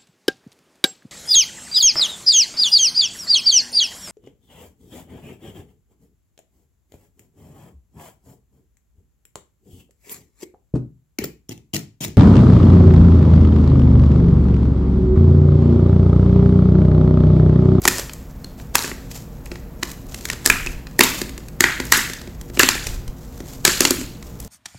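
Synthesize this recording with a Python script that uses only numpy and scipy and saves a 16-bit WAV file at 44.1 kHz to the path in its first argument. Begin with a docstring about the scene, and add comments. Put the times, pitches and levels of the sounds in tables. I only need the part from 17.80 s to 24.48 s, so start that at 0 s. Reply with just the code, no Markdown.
"""Tearing a cardboard box open

Two hands tear a thin cardboard box open along its perforation, close to a microphone in a tiled room.
Each paper tie breaks with a short burst of noise; decaying tones ring the flap and thump the box.
The loudest snaps overload the microphone. Between them, grainy noise makes fingers rub and plies peel,
small cracks make ticks, and a narrow band of noise makes the box groan, over a low room hum."""
import sys
import numpy as np
from scipy import signal
from scipy.fft import rfft, irfft
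from scipy.io import wavfile
from scipy.ndimage import uniform_filter1d

SR = 44100
rng = np.random.default_rng(int(sys.argv[2]) if len(sys.argv) > 2 else 0)


def to_wav(s):
    """Save 16-bit WAV."""
    ch = np.atleast_2d(s).T  # columns
    pcm = np.round(np.clip(ch, -1, 1) * 32767)  # PCM
    wavfile.write(sys.argv[1], SR, pcm.astype(np.int16))


N = 294588  # length of the scene in samples


def amp(db):
    """Turns decibels into a plain gain."""
    return 10 ** (np.asarray(db) / 20)


def evened(x):
    """Scales a signal to an rms of 1."""
    return x / np.sqrt(np.mean(x ** 2) + 1e-20)


def read(points, hz):
    """Reads a curve between its points, along a logarithmic frequency scale."""
    f, value = np.transpose(points)
    return np.interp(np.log(hz + 1), np.log(f + 1), value)


def add(mix, s, sound):
    """Lays a sound into the mix at s seconds, cutting what runs past the end."""
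    part = mix[max(round(s * SR), 0):][:len(sound)]
    part += sound[:len(part)]


def treble_octaves(hz):
    """Distance from 6 kHz in octaves, held still below 2.5 kHz and above 14 kHz."""
    return np.log2(np.clip(hz, 2500, 14000) / 6000)


def coloured(x, spectrum, tilt_db=0):
    """Gives x a spectrum, tilted by tilt_db an octave in the treble; rms 1."""
    hz = np.fft.rfftfreq(len(x), 1 / SR)
    gain = amp(read(spectrum, hz) + tilt_db * treble_octaves(hz))
    return evened(irfft(rfft(x) * gain, len(x)))


def white(size):
    """Noise with equal strength at every frequency."""
    phase = 2 * np.pi * rng.random(size // 2 + 1)
    return evened(irfft(np.exp(1j * phase), size))


def drift(hz):
    """Slow random wandering of rms 1, mostly below the given frequency."""
    f = np.fft.rfftfreq(N, 1 / SR)
    return evened(irfft(rfft(white(N)) / (1 + (f / hz) ** 4), N))


def pushes(rows, swell_s, fade_s):
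    """Gain of a series of hand movements: each swells, holds for its length, then dies away."""
    t = np.arange(N) / SR
    power = np.zeros(N)
    for start, length, db in rows:
        attack = np.clip((t - start) / swell_s, 0, 1)
        release = np.exp(-np.maximum(t - start - length, 0) / fade_s)
        power += (amp(db) * attack * release) ** 2
    return np.sqrt(power)


def crackle(per_s, spread_db, length, hiss):
    """Fibres catch and pop in tiny bursts of uneven size over a little hiss; rms 1."""
    size_db = spread_db * np.minimum(rng.exponential(1, N), 3)
    pops = (rng.random(N) < per_s / SR) * amp(size_db)
    bursts = signal.lfilter([1], [1, -np.exp(-1 / (length * SR))], pops)
    return evened((evened(bursts) + hiss) * rng.standard_normal(N))


def ring(modes, size=4096, rise=0.0013):
    """Several tones start together and die away, as a struck body does."""
    t = np.arange(size) / SR
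    swing = sum(amp(db - 60 * t / t60) * np.sin(2 * np.pi * hz * t) for hz, db, t60 in modes)
    return swing * (1 - np.exp(-t / rise))


# Balance of the room noise. Each row: frequency in Hz, relative level in dB.
HUM = [(12, -20), (20, -7), (38, -1.5), (58, 1.5), (80, -8), (107, -10), (204, -8), (356, -20), (387, -25),
       (421, -18.5), (1610, -34.5), (2070, -37.5), (4410, -49.5), (8880, -56), (12100, -42), (16000, -41.5)]
HUM_DB = -36.5  # rms level of that noise
# Steady tones in the room. Each row: frequency in Hz, rms level in dB before it wavers.
DRONE = [(56, -49), (117, -46.5), (153, -48), (265, -52), (355, -56.5), (469, -56.5), (596, -65)]


def hum(waver=0.63, flutter=0.4):
    """Low room noise with a few tones that waver in pitch and loudness, as of a fan."""
    t = np.arange(N) / SR
    tones = np.zeros(N)
    for hz, db in DRONE:
        loudness = amp(db) * (1 + flutter * drift(6.4))
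        tones += loudness * np.sin(2 * np.pi * hz * t + waver * drift(10.0))
    return amp(HUM_DB) * coloured(white(N), HUM) + np.sqrt(2) * tones


# Hands shoving the box as they change grip.
# Each row: start in seconds, length in seconds, rumble level in dB.
JOSTLE = [(2.66,.31,-30), (5.04,0.17,-26.5), (5.26,0.04,-26.5)]
JOSTLE_SWELL_S, JOSTLE_FADE_S = 0.021, 0.014


def jostle(top_hz=50):
    """Slow pushes of the hands arrive as a deep rumble."""
    band = signal.butter(2, [14, top_hz], "band", fs=SR, output="sos")
    rumble = evened(signal.sosfilt(band, white(N)))
    return rumble * pushes(JOSTLE, JOSTLE_SWELL_S, JOSTLE_FADE_S)


# Balance of sliding card, also used for straining fibres. Each row: frequency in Hz, relative level in dB.
SLIDE = [(100, -4), (600, 3.5), (1600, -5.5), (3200, -3), (4500, -1.5), (7300, 2.5), (9500, -9),
         (12500, -2.5), (16000, -11)]
# Strokes of fingers and card sliding over each other.
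# Each row: start in seconds, length in seconds, level in dB.
RUB = [(.01,0.2,-34), (.775,0.019,-46), (1.29,0.085,-43), (1.64,0.13,-56.5), (2.01,0.11,-42.5),
       (2.28,0.24,-45), (2.62,.3,-47), (3.21,0.19,-34), (3.8,0.51,-44), (4.73,0.42,-42.5),
       (5.36,0.49,-57.5), (5.64,0.13,-45.5), (5.95,0.27,-41), (6.41,0.27,-56), (6.57,0.16,-52.5)]
RUB_SWELL_S, RUB_FADE_S, RUB_REST_DB = 0.031, 0.02, -59  # the resting grip still whispers


def rub(uneven_db=2.5):
    """Skin and card slide with a fine, bright grain."""
    grain = crackle(per_s=500, spread_db=3.5, length=0.0014, hiss=1.0)
    pressure = pushes(RUB, RUB_SWELL_S, RUB_FADE_S) + amp(RUB_REST_DB)
    return coloured(grain, SLIDE) * pressure * amp(uneven_db * drift(36.0))


# The box groans as the flap is bent back.
# Each row: start in seconds, length in seconds, level in dB.
GROAN = [(3.21,0.085,-41), (4.0,0.34,-47), (6.03,0.21,-31.5)]
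GROAN_SWELL_S, GROAN_FADE_S = 0.0067, 0.024


def groan(hz=275, width_hz=70):
    """Slipping card keeps a low mode of the box sounding: noise through two narrow filters."""
    b, a = signal.iirpeak(hz, hz / width_hz, SR)
    once = signal.lfilter(b, a, white(N))
    twice = signal.lfilter(b, a, once)
    return evened(twice) * pushes(GROAN, GROAN_SWELL_S, GROAN_FADE_S)


# Balance of a cracking burst. Each row: frequency in Hz, relative level in dB.
CRACK = [(100, -30), (400, 0.5), (680, -21.5), (900, -0.5), (1400, -1.5), (1900, 2), (3100, -3), (4300, 3),
         (5600, 2), (7200, 5.5), (9300, -4), (11500, 0), (14000, -5.5), (16000, -14)]


def crack(db, tilt_db, length, size=1024, rise=0.00016):
    """Fibres part in a burst of a few milliseconds that ends quickly."""
    t = np.arange(size) / SR
    shape = (1 - np.exp(-t / rise)) / (1 + (t / length) ** 4)
    return amp(db) * coloured(white(size), CRACK, tilt_db) * shape


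# Modes of the flap. Each row: multiple of its pitch, relative level in dB, time to fall 60 dB in seconds.
FLAP = [(1, 3, 0.013), (.88, -1.5, 0.0046), (.66, -15, 0.0061), (.46, -4, 0.0047)]


def flap_ring(pitch):
    """The card rings at its pitch and a few lower tones."""
    return ring([(pitch * multiple, db, t60) for multiple, db, t60 in FLAP])


# Balance of the box's noise. Each row: frequency in Hz, relative level in dB.
BOX = [(60, -21), (150, -13), (250, 0), (350, -4), (480, -19.5), (700, -21), (1500, -26), (4000, -67)]
# Modes of the box. Each row: frequency in Hz, relative level in dB, time to fall 60 dB in seconds.
CAVITY = [(280, -4, 0.033), (355, -1, 0.033), (177, -14, 0.026), (503, -8, 0.021)]


def thump(db, size=4096, lag=0.00214, ring_db=3, flutter_db=-8, flutter_s=0.0079):
    """The released wall pumps the box; the grip changes its pitch a little each time."""
    t = np.arange(size) / SR
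    grip = 1 + 0.0077 * rng.uniform(-1.1, 1)
    modes = ring([(hz * grip, d, t60) for hz, d, t60 in CAVITY], size=size)
    flutter_shape = np.exp(-t / flutter_s) * (1 - np.exp(-t / 0.0048))
    flutter = coloured(white(size), BOX) * flutter_shape
    sound = amp(db) * (amp(ring_db) * modes + amp(flutter_db) * flutter)
    return np.pad(sound, (round(lag * SR), 0))  # the thump comes a little late


# Faint ticks that come by chance while the box is held; the spread applies to level and tilt
FAINT_COUNT, FAINT_DB, FAINT_SPREAD_DB, FAINT_TILT_DB, FAINT_THUMP_DB = 18, -50.5, 15, -3.5, -57


def faint_ticks():
    """Rows like those of TICKS, one at a random moment in each stretch of time."""
    when, force, tilt = rng.random((FAINT_COUNT, 3)).T
    times = (np.arange(FAINT_COUNT) + when) / FAINT_COUNT * N / SR
    levels = FAINT_DB + FAINT_SPREAD_DB * (2 * force - 1)
    tilts = FAINT_TILT_DB + FAINT_SPREAD_DB * (2 * tilt - 1)
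    return [(s, db, tilt_db, FAINT_THUMP_DB) for s, db, tilt_db in zip(times, levels, tilts)]


# The clearer ticks of bending card and fingers. Each row: time in seconds, crack level in dB,
# treble tilt in dB an octave, box thump in dB; ticks() and thump() trim these levels.
TICKS = [(0.018,-29,7,-33), (0.295,-29.5,-9.5,-68), (0.334,-32.5,4,-61), (0.798,-39,-11,-55),
         (1.043,-25,-18,-23), (1.114,-27.5,-23,-21.5), (1.313,-41,-14,-44), (1.661,-37.5,-21,-60),
         (1.716,-29,-11.5,-21), (1.756,-35,-10,-47), (2.028,-20,-11,-28), (2.115,-31,1.5,-47),
         (2.344,-26.5,-1.5,-32), (2.409,-36,-1,-45), (2.453,-20.5,-1.5,-30.5), (2.487,-29,-4,-68),
         (2.531,-25,-3,-30), (2.862,-25,-4,-24), (3.069,-33.5,-8.5,-61), (3.415,-19,-3,-17),
         (3.493,-31.5,-1,-78), (3.578,-30.5,-2,-31), (3.684,-36,0,-56), (4.052,-29,3,-51),
         (4.173,-16,9,-19.5), (4.298,-29,-7,-25.5), (4.334,-27,-2,-63), (4.415,-34,-4.5,-69),
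         (4.474,-37.5,-7,-25.5), (4.612,-34,0.5,-43), (4.699,-40.5,-5,-27), (4.772,-25,-9,-16.5),
         (4.952,-24,-6,-22.5), (5.068,-21,-1.5,-43), (5.278,-35,-1,-55), (5.603,-36,-4.5,-23.5),
         (6.165,-36,0,-24.5), (6.212,-29.5,-3,-24), (6.426,-36.5,-5,-50), (6.601,-30.5,5.5,-46),
         (6.647,-36.5,5.5,-54)]


def ticks(length=0.0039, crack_db=1, flap_db=-1, uneven_db=2):
    """Creases give way and fingertips land on the box; each rings a different patch of card."""
    out = np.zeros(N)
    rows = list(TICKS) + faint_ticks()
    chances = rng.uniform(-0.85, 1, (len(rows), 2))
    for (s, db, tilt_db, thump_db), (place, force) in zip(rows, chances):
        pitch = 2150 * 2 ** (0.6 * place)
        # brighter ticks ring the card less
        patch_db = db + flap_db + uneven_db * force - max(tilt_db, 0)
        add(out, s, crack(db + crack_db, tilt_db, length))
        add(out, s, amp(patch_db) * flap_ring(pitch))
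        add(out, s, thump(thump_db))
    return out


# Balance of the peeling plies. Each row: frequency in Hz, relative level in dB.
PLIES = [(100, -13), (500, 5.5), (750, -3.5), (1600, 1.5), (2600, -6), (4400, 1.5), (5800, 0.5),
         (7300, 1.5), (9500, -6.5), (12000, -6), (16000, -31)]
# Stiff edge of the card, set ringing by the parting plies.
# Each row: frequency in Hz, width in Hz, relative level in dB.
EDGE = [(4350, 260, -15), (7180, 120, -4)]
# Paper plies peeling apart between the ties.
# Each row: start in seconds, length in seconds, level in dB.
PEEL = [(.075,0.12,-30), (.94,.16,-29.5), (2.505,0.017,-39), (2.643,0.031,-29), (2.705,0.049,-35),
        (3.22,0.084,-27.5), (4.11,0.14,-45), (4.795,0.023,-19.5), (5.02,0.083,-36.5), (5.858,0.1,-30.5),
        (6.005,0.079,-26.5)]
PEEL_SWELL_S, PEEL_FADE_S = 0.0043, 0.011


def peel(uneven_db=3):
    """Plies of paper part with a coarse crackle that makes the torn edge sing faintly."""
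    grain = crackle(per_s=400, spread_db=7.5, length=0.0009, hiss=0.55)
    sing = np.zeros(N)
    for hz, width, db in EDGE:
        b, a = signal.iirpeak(hz, hz / width, SR)
        sing += amp(db) * signal.lfilter(b, a, grain)
    movement = pushes(PEEL, PEEL_SWELL_S, PEEL_FADE_S)
    return coloured(grain + sing, PLIES) * movement * amp(uneven_db * drift(40))


def strain(db, tilt_db, size=1024):
    """Single fibres give way, louder and louder, just before a snap."""
    time_left = np.arange(size)[::-1] / SR
    fibres = white(size) ** 3  # cubing leaves a few sparse peaks
    return amp(db) * coloured(fibres, SLIDE, tilt_db) * np.exp(-time_left / .0028)


# Snaps of breaking ties, and a faint tick with a small squeak at 0.644 s.
# Each row: time in seconds, crack level in dB, treble tilt in dB an octave, flap pitch in Hz,
# flap ring in dB, box thump in dB, share sent to the snap echoes in dB; the functions trim these levels.
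SNAPS = [(0.053,-11,-4.5,880,-15.5,-10.5,-5), (0.0768,-6.5,0.5,1816,-3,-11.5,-14.5),
         (0.082,-9.5,-0.5,2460,-13,-36,-3), (0.644,-36.5,-2,4230,-29,-33,-7),
         (.9535,-10.5,-11,923,-15,-44,-1), (.954,-8.5,6,1640,-10.5,-24,-3.5),
         (2.031,-20,-4,1870,-31,-23,-13), (2.5,-19,-3.5,1860,-17,-34.5,-2.5), (2.66,-6,2,1750,-8.5,-18,-3),
         (2.6995,-11.5,1.5,1644,-5.5,-13.5,-0.5), (2.7004,-7.5,-44,2450,-0.5,-31,-4.5),
         (2.87,-29.5,-5,2560,-17,-45,-7), (3.1914,-8,3,1844,-4,-6.5,-8.5), (3.2077,2.5,-6.5,2590,0,-6,-4.5),
         (3.2349,-11,16,3730,-13.5,-23.5,0), (3.806,-5.5,-2,1810,-6,-10.5,0),
         (3.8399,-6.5,-11,1900,0.5,-13,0.5), (4,-20.5,-6,2050,-21,-16,-2.5),
         (4.122,0.5,-1.5,1847,1.5,-22.5,2), (4.794,-4,0.5,2750,-3.5,-7.5,4), (4.8,-9,-14.5,1730,-1.5,-21,1),
         (4.832,-8,-4.5,1750,-29,-8,2.5), (4.888,-7,-4,1830,-9.5,-34,0.5), (5.8508,-0.5,-2,1720,-5,-20,3),
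         (5.877,-13,-2.5,4420,-13.5,-12,0), (6.0058,-7,0,2630,-15,-7.5,4.5),
         (6.051,-7.5,-3.5,2760,-8,-16,-0.5), (6.1068,-10.5,2.5,1730,-37,-7,0.5)]
SNAP_S = 0.0033  # how long a crack lasts


def snaps(crack_db=3, flap_db=9, strain_db=-16, flap_lag=.0004):
    """Each row strains, cracks, rings the flap and thumps the box; returns card and box apart."""
    card, box = np.zeros((2, N))
    for s, db, tilt_db, pitch, ring_db, thump_db, _ in SNAPS:
        before = strain(db + strain_db, tilt_db)
        add(card, s - len(before) / SR, before)
        add(card, s, crack(db + crack_db, tilt_db, SNAP_S))
        add(card, s + flap_lag, amp(ring_db + flap_db) * flap_ring(pitch))
        add(box, s, thump(thump_db))
    return card, box


# How fast the tiled room dies away. Each row: frequency in Hz, time to fall 60 dB in seconds.
ROOM_T60 = [(150, 1), (500, 0.1059), (1500, 0.5617), (4000, 0.6063), (8000, 0.5), (15000, .5)]
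# Colour of the tiled room. Each row: frequency in Hz, relative level in dB.
ROOM_COLOUR = [(100, 6.5), (300, 5.5), (700, 8.5), (1700, -1.5), (3500, -2), (7000, -1), (10000, 0),
               (16000, 4)]


def room(x, gap=0.0021, build=0.0026):
    """Dense reflections from hard walls, each band dying at its own speed."""
    hz, t, z = signal.stft(white(SR), SR, nperseg=256)
    z = z * amp(read(ROOM_COLOUR, hz)[:, None] - 60 * t / read(ROOM_T60, hz)[:, None])
    tail = signal.istft(z, SR, nperseg=256)[1][:SR]
    # silence for a short gap, then the reflections build up
    tail = tail * (1 - np.exp(-np.maximum(np.arange(SR) / SR - gap, 0) / build))
    return signal.fftconvolve(x, tail / np.linalg.norm(tail))[:N]


def smooth_chance(shape, bands, frames):
    """A random map of rms 1, smoothed over neighbouring bands and moments."""
    across = uniform_filter1d(rng.standard_normal(shape), size=bands, axis=0)
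    return evened(uniform_filter1d(across, size=frames, axis=1))


# What the card sends out in all directions. Each row: frequency in Hz, relative level in dB.
RADIATED = [(150, -16.5), (450, -12), (700, -19.5), (950, -15.5), (1400, 9.5), (1900, 3), (3100, 5.5),
            (4300, 7), (5600, 4.5), (7400, 10.5), (9300, -2), (11700, 3.5), (14000, -3), (16000, -10)]
HUMP_OCTAVES = .27  # half width of the hump that the flap leaves in the room's tail


def snap_echoes(crack_db=-18, flap_db=-20, gap=0.008, build=0.0014, patchy_db=3.0, ridge_db=1.34):
    """The room gathers each snap from all directions: a diffuse tail with a hump where the flap rings."""
    hz, t, z = signal.stft(white(N), SR, nperseg=256, noverlap=192)
    power = np.zeros(z.shape)
    for s, db, tilt_db, pitch, ring_db, _, send_db in SNAPS:
        hiss = evened(amp(read(RADIATED, hz) + tilt_db * treble_octaves(hz)))
        hiss = amp(db + send_db + crack_db) * hiss
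        hump = np.zeros(len(hz))
        for multiple, mode_db, _ in FLAP:
            octaves_away = np.log2((hz + 1) / (pitch * multiple))
            hump += amp(mode_db) / (1 + (octaves_away / HUMP_OCTAVES) ** 2)
        hump = amp(ring_db + send_db + flap_db) * evened(hump)
        live = (t > s + gap) & (t < s + 1)
        age = t[live] - s - gap
        fade = amp(-60 * age / read(ROOM_T60, hz)[:, None]) * (1 - np.exp(-age / build))
        power[:, live] += (hiss ** 2 + hump ** 2)[:, None] * fade ** 2
    patches = smooth_chance(z.shape, bands=12, frames=4)
    # reflections that reinforce each other leave narrow, lasting ridges in the tail
    ridges = smooth_chance(z.shape, bands=2, frames=50)
    z = z * np.sqrt(power) * amp(patchy_db * patches + ridge_db * ridges)
    return signal.istft(z, SR, nperseg=256, noverlap=192)[1][:N]


def slight_width(mid, width_db=-39, treble_db=-27, lag=.0007):
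    """Almost mono: the two channels part only slightly in phase, most in the treble."""
    late = np.roll(mid, round(lag * SR))
    treble = np.diff(np.diff(late, prepend=0), prepend=0) / 2
    quarter_turn = signal.hilbert(mid).imag  # every tone shifted by a quarter cycle
    side = amp(width_db) * quarter_turn + amp(treble_db) * treble
    return np.array([mid + side, mid - side])


def scene(card_send_db=-12, box_send_db=-9, small_send_db=-7, echoes_db=-2):
    """The box close by, and the room behind it."""
    background = hum() + jostle()
    small = ticks() + rub() + peel()
    card, box = snaps()
    walls = room(amp(card_send_db) * card + amp(box_send_db) * box + amp(small_send_db) * small)
    echoes = amp(echoes_db) * snap_echoes()
    return slight_width(background + small + groan() + card + box + walls + echoes)


def record(dry, edge_hz=16000):
    """The loudest snaps clip flat just below full scale; then a filter removes the top treble."""
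    clipped = np.clip(dry, -.96, .96)
    lowpass = signal.firwin(255, edge_hz, window=("kaiser", 8), fs=SR)
    return signal.oaconvolve(clipped, lowpass[None], "same")


dry = scene()
out = record(dry)
to_wav(out)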